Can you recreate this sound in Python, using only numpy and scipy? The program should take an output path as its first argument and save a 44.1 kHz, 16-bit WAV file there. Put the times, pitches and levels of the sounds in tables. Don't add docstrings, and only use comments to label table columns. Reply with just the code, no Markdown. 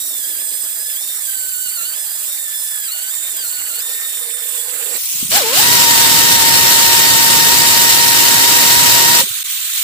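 import sys
import numpy as np
from scipy import signal
from scipy.io import wavfile

SR = 44100
rng = np.random.default_rng(int(sys.argv[2]) if len(sys.argv) > 2 else 0)


def to_wav(sig):
    pcm = np.clip(np.atleast_2d(sig), -1, 1) * 32767
    pcm = np.round(pcm).astype(np.int16)
    wavfile.write(sys.argv[1], SR, pcm.T)


N = 433503
TIME = np.arange(N) / SR

# f/Hz, left minus right/dB
FAR_BALANCE = [(60, -9), (200, -11), (450, -41), (800, -8), (1300, -9.5), (2400, -1), (4400, -1),
               (5800, 19), (7000, -2), (8500, -18), (10500, -7), (12500, -6.5), (15000, 2.5)]
NEAR_BALANCE = [(60, -10), (150, -12.5), (400, -5), (750, -4), (1300, -0.5), (2400, 0), (4000, 3.5),
                (5700, 1), (6600, 1), (7700, -9.5), (9500, -1.5), (12000, -0.5), (15000, 2.5)]


def pencil_grinder():
    levels = [(0.0, -24, -43.5), (1.2, -24, -41.5), (1.65, -24, -45.5), (1.75, -24.5, -41.5),
              (4.2, -24.5, -39), (4.31, -26.5, -39), (4.59, -21.5, -37.5), (4.65, -25, -38.5),
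              (4.96, -22, -33.5), (4.978, -23, -35)]
    hiss_colour = [(2060, -60.5), (3500, -39), (3870, -10.5), (4170, -4.5), (5020, -12.5), (5900, -33),
                   (6600, -8.5), (7570, 5), (9710, -3), (10300, 4), (11300, -1.5), (14500, 1.5),
                   (15500, -2)]
    scrape_colour = [(350, -15), (600, -8.5), (1040, -7), (1700, -2.5), (3550, -1.5), (3750, -18),
                     (4000, 6), (5200, -22.5), (8800, -120)]
    # f/Hz, width/Hz, level re hiss/dB before and after the hand shifts
    whistles = [(7240, 230, -11, -8), (7800, 300, -7.5, -3), (10520, 410, -5, -9.5), (12100, 600, -9, -16),
                (13900, 500, -8, -14)]
    hand_shift_s, lift_s = (2.2, 2.64), (4.1, 4.5)
    gate, hiss_db, scrape_db = envelopes(levels)
    size = np.flatnonzero(gate)[-1]
    hiss = turbulence(gate, hiss_colour, FAR_BALANCE,
                      flicker_db=1, gust_db=1, swell_db=.15, alike=.082, lag=-9, per_octave=4)
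    hiss[0] *= amp(np.interp(TIME, lift_s, [0, -4.5]))
    for hz, width_hz, *ends_db in whistles:
        gain = amp(np.interp(TIME[:size], hand_shift_s, ends_db))
        hiss[1, :size] += gate[:size] * gain * narrow_noise(hz, width_hz, size)
    scrape = turbulence(gate, scrape_colour[:-1], FAR_BALANCE,
                        flicker_db=3.64, gust_db=.78, swell_db=.73, alike=.31, lag=-8, per_octave=3)
    work_ring = narrow_noise(hz=1756, width_hz=440, size=size)
    scrape[:, :size] += gate[:size] * amp(-10) * work_ring
    return amp(hiss_db) * hiss + amp(scrape_db) * scrape


def pencil_whine():
    harmonic_levels = [(0.0, -44, -36, -26, -28, -30, -32), (0.16, -42, -30, -36, -35, -34, -31),
                       (0.31, -36, -37, -37, -40, -27, -39), (0.46, -40, -36, -38, -37, -23, -38),
                       (0.62, -42, -41.5, -34, -41, -23, -44), (0.78, -39, -41, -38, -39, -23, -45),
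                       (0.93, -38, -35, -35, -35, -26, -33), (1.08, -49, -32, -33, -28, -41, -36),
                       (1.24, -36, -38, -38, -32, -24, -34), (1.4, -34.5, -36, -39, -43, -21.5, -34),
                       (1.55, -36, -37, -39, -43, -22, -36), (1.7, -37, -34, -33, -40, -26, -29),
                       (1.86, -33, -34, -33.5, -45, -26, -32), (2.02, -36, -39, -36, -35, -26, -34),
                       (2.17, -42, -41, -38, -36, -30, -33), (2.33, -39, -34.5, -35, -33, -34, -28),
                       (2.48, -33, -36, -40, -30, -32, -31), (2.64, -33, -35, -36, -44, -27, -22.5),
                       (2.79, -33, -37, -39, -45, -35, -26), (2.94, -39, -29, -30, -49, -36, -36),
                       (3.1, -34, -34, -39, -23, -26, -37), (3.26, -41, -33, -45, -20, -29, -36),
                       (3.41, -35, -35, -32, -33, -33, -41), (3.56, -37, -39, -36, -43, -24, -41),
                       (3.72, -36, -33, -34, -53, -32, -42), (3.88, -34, -33, -37, -31, -29, -28),
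                       (4.03, -26, -34, -36, -34, -37, -32), (4.18, -44, -34, -36, -43, -24, -28),
                       (4.34, -35, -38.5, -38, -29, -23.5, -35), (4.5, -40, -34.5, -40, -33, -25, -36),
                       (4.65, -45, -37, -46, -40, -31, -32), (4.8, -45, -45, -48, -27, -30, -31),
                       (4.98, -32, -41, -34, -20, -35, -33)]
    balance = [(1400, -12), (1600, 1), (1800, -4), (2700, -3), (3150, 1.5), (3650, 2), (4100, 6), (5400, 1),
               (6300, 6), (6900, -8), (7300, -20), (7900, -24), (9100, -24), (11000, -12)]
    scoop = [(3800, 0), (4200, -3), (5000, -2), (5550, -1), (5800, -14), (6500, -12), (6900, 0)]
    end_s, free_hz, rasp_hz = 4.98, 1850, 95
    size = round(end_s * SR)
    vane_hz = vane_rate(TIME[:size], end_s)
    load = np.clip(1 - vane_hz / free_hz, 0, 1)
    chatter = (.003 + .016 * load) * drift(55, size)
    hand_shake = .012 * load * drift(9, size)
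    turn = 2 * np.pi * np.cumsum(vane_hz * (1 + chatter + hand_shake)) / SR
    phase = np.stack([turn - 2 * np.pi * vane_hz * 9.4 / SR, turn])
    roughness = np.clip(.2 + 2.2 * load, 0, .5)
    out = np.zeros((2, N))
    for k, level_db in enumerate(envelopes(harmonic_levels)[1:], 1):
        colour_db = at_hz(balance, k * vane_hz) * [[1], [0]] + at_hz(scoop, k * vane_hz)
        rasp_share = roughness * min(k / 2, 1) ** 2
        rasp = np.sqrt(rasp_share) * drift(rasp_hz, size) * np.cos(k * phase)
        tone = np.sqrt(1 - rasp_share) * np.sin(k * phase) + rasp
        flutter_db = 2.8 * drift(20, size)
        out[:, :size] += amp(level_db[:size] + colour_db + flutter_db) * tone
    return out


def vane_rate(t, end_s):
    # t/s, length/s, lean-in/s, sag once leant in/Hz, final sag/Hz
    bites = [(0.069, 0.93, .15, 105, 110), (0.187, 0.074, 0.027, 90.6, 80), (0.304, 0.077, 0.014, 101, 110),
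             (0.408, .14, .08, 45.3, 40), (.6, 0.089, .06, 60.2, 59), (0.728, 0.12, 0.036, 69.7, 30),
             (0.914, 0.047, 0.022, 131, 129), (1.164, .77, 0.19, 290, 320), (1.2, .14, 0.068, 79.5, 0),
             (1.371, .08, 0.038, 40, 31), (1.502, 0.071, .04, 70.7, 49.5), (1.639, .05, 0.027, 120, 92),
             (1.741, .1, 0.033, 170.6, 110), (1.929, .33, 0.0095, 100, 110), (2.02, .12, .05, 109.6, 60),
             (2.186, 0.075, 0.021, 30, 30.5), (2.431, 0.45, 0.041, 74.8, 70),
             (2.691, .17, .12, 100.2, 119.5), (2.851, .24, .03, 331, 299.5),
             (2.86, 0.039, .015, 230, 230.5), (2.921, .07, .03, 71, 39.5), (3.294, 0.5, .14, 344, 350),
             (3.412, 0.076, .04, 110.4, 39), (3.54, 0.092, 0.051, 40, 20),
             (3.684, 0.074, 0.019, 120.2, 40.5), (4.149, .77, 0.36, 55, 41), (4.547, 0.062, .02, 70, 70.5),
             (4.642, 0.054, 0.023, 45, 45)]
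    idle_hz, inertia_s, work_s = 1826, .014, (.15, 4.8)
    hz = idle_hz + 70.13 * np.interp(t, [0, *work_s, end_s], [1, 0, 0, 1])
    for start, length, lean, first_hz, last_hz in bites:
        hz -= np.interp(t, [start, start + lean, start + max(length, lean)], [0, first_hz, last_hz], right=0)
    r = np.exp(-2 / (inertia_s * SR))
    return hz[0] + signal.lfilter([(1 - r) ** 2], [1, -2 * r, r * r], hz - hz[0])


def big_grinder():
    run = [(5.32, 599, -36), (5.35, 718, -28), (5.37, 858, -22), (5.386, 810, -22), (5.402, 692, -31),
           (5.414, 580, -28), (5.43, 493, -32), (5.45, 440, -25), (5.498, 460, -27), (5.517, 503, -30),
           (5.533, 552, -23), (5.555, 629, -37), (5.578, 752, -23), (5.588, 800, -34), (5.6, 860, -19),
           (5.616, 908, -28), (5.65, 971, -23.5), (6.0, 929.5, -24.5), (7.1, 930.3, -23.5),
           (8.3, 938.6, -25), (9.21, 951, -23)]
    blast_colour = [(150, -19.5), (250, -17), (852, -16.5), (928, -14.5), (1050, -16), (1850, -12.5),
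                    (2150, -13), (2400, -14), (3160, -8.5), (3500, -14), (3900, -9), (4400, -9),
                    (5150, -13.5), (5600, -8.5), (6200, -16), (6850, -11), (7600, -8.5), (8300, -11.5),
                    (8900, -12.5), (10600, -15.5), (12200, -14), (13500, -12), (15500, -11.5)]
    whine_harmonics = [(1, 7.5, 0), (2, 8, 3), (4, 2.5, -5)]   # harmonic, left/dB, right/dB re whine
    puff_harmonics = [(3, -25, -27), (4, -20, -23), (5, -12, -13), (6, -17, -8), (7, -20, -19),
                      (8, -27, -21), (9, -31, -13)]
    port_lead = [(980, -.3), (1800, -2.6), (2000, -2.6), (3600, .2), (3900, .2), (5400, 2.5)]   # f/Hz, phase lead of the right port/rad
    gate, motor_hz, whine_db = envelopes(run)
    valve, blast = exhaust_flow(motor_hz)
    out = blast * turbulence(valve, blast_colour, NEAR_BALANCE,
                             flicker_db=1, gust_db=1, swell_db=.1, alike=.079, lag=10, per_octave=6)
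    on = gate > 0
    size, hz = on.sum(), motor_hz[on]
    jitter = .00904 * drift(29.4, size)
    wander = .00598 * (hz > 900) * drift(12, size)
    turn = 2 * np.pi * np.cumsum(hz * (1 + jitter + wander)) / SR
    stutter_db = 1.1 + 5 * np.clip(1 - hz / 900, 0, 1)
    dulling_db = np.clip(40 * np.log2(hz / 930), -6.5, 0)

    def harmonic(k):
        lead = np.interp(k * hz, *np.transpose(port_lead))
        return np.sin(k * turn + lead * [[0], [1]])

    for k, left_db, right_db in whine_harmonics:
        level_db = whine_db[on] + (k - 1) * dulling_db + stutter_db * drift(16, size)
        out[:, on] += gate[on] * amp(level_db + [[left_db], [right_db]]) * harmonic(k)
    for k, left_db, right_db in puff_harmonics:
        out[:, on] += blast[on] * amp([[left_db], [right_db]]) * drift(68, size) * harmonic(k)
    return out


def exhaust_flow(motor_hz):
    trigger_s, open_s, release_s = 5.305, .013, 9.2
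    blast_db, bog_db_per_octave, decay_db_per_s = -10.5, 8.5, 447
    valve = np.clip((TIME - trigger_s) / open_s, 0, 1) * (TIME < release_s + .1)
    coming_hz = np.interp(TIME + .011, TIME, motor_hz)
    bog_db = bog_db_per_octave * np.log2(np.minimum(coming_hz / 850, 1))
    return valve, amp(blast_db + bog_db - decay_db_per_s * np.maximum(TIME - release_s, 0))


def air_bleed():
    levels = [
        [(4.98, -21), (4.994, -19.5), (5.23, -19), (5.296, -23), (5.31, -14)],
        [(9.2, -15), (9.264, -21.5), (9.64, -20.5), (9.69, -20), (9.83, -17)],
    ]
    colours = [
        [(290, -80), (500, -49), (748, -32), (901, -21.5), (1510, -19), (1800, -22), (1960, -15.5), (3230, -8),
         (4840, -8), (9100, -1.5), (12000, -8), (15500, 0)],
        [(240, -80), (400, -46), (643, -21), (784, -38), (942, -20.5), (1340, -13.5), (2590, -6.5),
         (3910, -0.5), (4920, -11), (7780, -1), (11800, -8.5), (15500, -0.5)],
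    ]
    balances = [
        [(600, 11), (1400, 4), (2300, -1), (3500, 10), (4500, 0), (6000, -1), (8000, -12), (10500, -5),
         (12000, 2), (15000, 5)],
        [(600, 4), (1400, -4), (2500, -2), (3500, 0.5), (5000, 0), (6500, -3), (7800, -21), (10000, -7),
         (12000, -2), (15000, -1)],
    ]
    out = 0
    for rows, colour, balance in zip(levels, colours, balances):
        gate, level_db = envelopes(rows)
        hiss = turbulence(gate, colour, balance,
                          flicker_db=1.9, gust_db=.8, swell_db=.14, alike=.074, lag=4.3, per_octave=5)
        out = out + amp(level_db) * hiss
    return out


def low_thumps():
    thumps = [(5.15, -38, 149, 0.0045, 10), (5.227, -21.5, 230, 0.0023, 11), (5.246, -32, 159, 0.0045, 12),
              (5.29, -32, 198, .005, 10), (9.208, -23.5, 529, 0.0065, 0), (9.234, -29, 221.7, 0.0037, -2),
              (9.264, -40, 410, 0.0053, -1), (9.305, -38, 108, 0.0055, -5)]
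    t = TIME[:4000]
    out = np.zeros((2, N))
    for start_s, peak_db, hz, rise, pan_db in thumps:
        thump = amp(peak_db) * np.sin(2 * np.pi * hz * t) * t / rise * np.exp(1 - t / rise)
        start = round(start_s * SR)
        out[:, start:start + len(t)] += thump * amp([[pan_db / 2], [-pan_db / 2]])
    return out


def port_buffeting():
    breeze_levels = [(0.0, -52), (0.6, -52), (1.1, -59), (1.96, -56.5), (2.4, -62), (2.9, -65), (3.33, -54),
                     (3.9, -56.5), (4.25, -72), (4.64, -62), (4.79, -51), (4.98, -47.5)]
    breeze_colour = [(18, -57), (30, -27), (140, -10.5), (178, -13.5), (362, 0), (424, -3), (598, 1),
                     (700, -16), (910, -30), (1540, -120)]
    breeze_balance = [(60, -10), (150, -10), (300, -18), (450, -16), (800, -8)]   # f/Hz, left minus right/dB
    buffet_levels = [(4.98, -66), (5.1, -56), (5.21, -50), (5.24, -42), (5.29, -47), (5.34, -35),
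                     (5.45, -52), (5.64, -29.5), (9.14, -31), (9.21, -34), (9.3, -60), (9.83, -66)]
    buffet_colour = [(12, -47), (20, -34), (43, -13), (128, 0), (331, -8), (400, -1.5), (520, -13),
                     (880, -120)]
    gate, breeze_db = envelopes(breeze_levels)
    breeze = turbulence(gate, breeze_colour[:-1], breeze_balance,
                        flicker_db=1.9, gust_db=3.55, swell_db=.6, alike=.076, lag=0, per_octave=2)
    gate, buffet_db = envelopes(buffet_levels)
    buffet = turbulence(gate, buffet_colour[:-1], NEAR_BALANCE,
                        flicker_db=1.1, gust_db=.31, swell_db=.94, alike=.014, lag=0, per_octave=2)
    return amp(breeze_db) * breeze + amp(buffet_db) * buffet


def hollow_drones():
    swells = [
        [(1.84, -75), (1.88, -59), (2.1, -67), (2.4, -58), (2.75, -72)],
        [(3.5, -70), (3.9, -48), (4.0, -57), (4.15, -53), (4.26, -44), (4.4, -48), (4.9, -39.5), (4.98, -39)],
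    ]
    tones = [(585, 27, 2, 2), (480, 83, -1.2, 0.48)]   # f/Hz, width/Hz, left/dB, right/dB
    out = np.zeros((2, N))
    for rows, (hz, width_hz, left_db, right_db) in zip(swells, tones):
        gate, level_db = envelopes(rows)
        on = gate > 0
        drone = gate[on] * amp(level_db[on]) * narrow_noise(hz, width_hz, on.sum())
        out[:, on] += drone * amp([[left_db], [right_db]])
    return out


def turbulence(gate, colour, balance, flicker_db, gust_db, swell_db, alike, lag, per_octave):
    on = np.flatnonzero(gate)
    size = on[-1] - on[0] + 1
    low_hz, top_hz = colour[0][0], min(1.2 * colour[-1][0], 18500)
    edges = np.geomspace(low_hz, top_hz, int(per_octave * np.log2(top_hz / low_hz)) + 1)
    own, shared = rng.standard_normal((2, 2, size)), rng.standard_normal((2, size))
    shared_at_ports = np.stack([shared, np.roll(shared, lag, axis=1)], axis=1)
    white = np.sqrt(1 - alike) * own + np.sqrt(alike) * shared_at_ports
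    together_db = gust_db * drift(74, size) + swell_db * drift(3.1, size)
    flicker = amp(flicker_db * drift(19.2, size + 40000))
    air = 0
    for k, (low, high) in enumerate(zip(edges, edges[1:])):
        band = signal.sosfilt(signal.butter(2, [low, high], "band", fs=SR, output="sos"), white[k % 2])
        hz = np.sqrt(low * high)
        left = amp(at_hz(balance, hz))
        sides = amp(at_hz(colour, hz)) * np.array([[left], [1]]) / np.hypot(left, 1)
        skip = k * 17000 % 40000
        air = air + sides * band * flicker[skip:skip + size]
    out = np.zeros((2, N))
    out[:, on[0]:on[-1] + 1] = amp(together_db) * air / np.sqrt(np.mean(air.mean(0) ** 2))
    return gate * out


def narrow_noise(hz, width_hz, size):
    r, x = np.exp(-np.pi * width_hz / SR), rng.standard_normal(size)
    for _ in range(2):
        x = signal.lfilter([1, 0, -1], [1, -2 * r * np.cos(2 * np.pi * hz / SR), r * r], x)
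    return rms_one(x)


def drift(rate_hz, size):
    step = 16
    r = np.exp(-2 * np.pi * rate_hz * step / SR)
    slow = signal.lfilter([1], [1, -2 * r, r * r], rng.standard_normal(size // step + 3002))[3000:]
    return np.interp(np.arange(size) / step, np.arange(len(slow)), rms_one(slow))


def envelopes(rows):
    times, *columns = np.transpose(rows)
    gate = np.interp(TIME, [times[0] - .004, times[0], times[-1], times[-1] + .004], [0, 1, 1, 0])
    return [gate] + [np.interp(TIME, times, column) for column in columns]


def at_hz(points, hz):
    points_hz, points_db = np.transpose(points)
    return np.interp(np.log(hz), np.log(points_hz), points_db)


def amp(db):
    return 10 ** (np.asarray(db) / 20)


def rms_one(x):
    return x / np.sqrt(np.mean(x ** 2) + 1e-20)


def scene():
    pencil = pencil_grinder() + pencil_whine() + hollow_drones()
    return pencil + big_grinder() + air_bleed() + low_thumps() + port_buffeting()


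def record(dry):
    dropout_s, floor, cutoff_hz = 9.43, amp(-19), 15480
    fall_s, hold_s, rise_s = .002, .0039, .017
    dip = np.interp(TIME - dropout_s, np.cumsum([0, fall_s, hold_s, rise_s]), [1, floor, floor, 1])
    clipped = np.clip(dry * dip, -.97, .97)
    return signal.sosfilt(signal.ellip(12, .5, 60, cutoff_hz, fs=SR, output="sos"), clipped)


dry = scene()
out = record(dry)
to_wav(out)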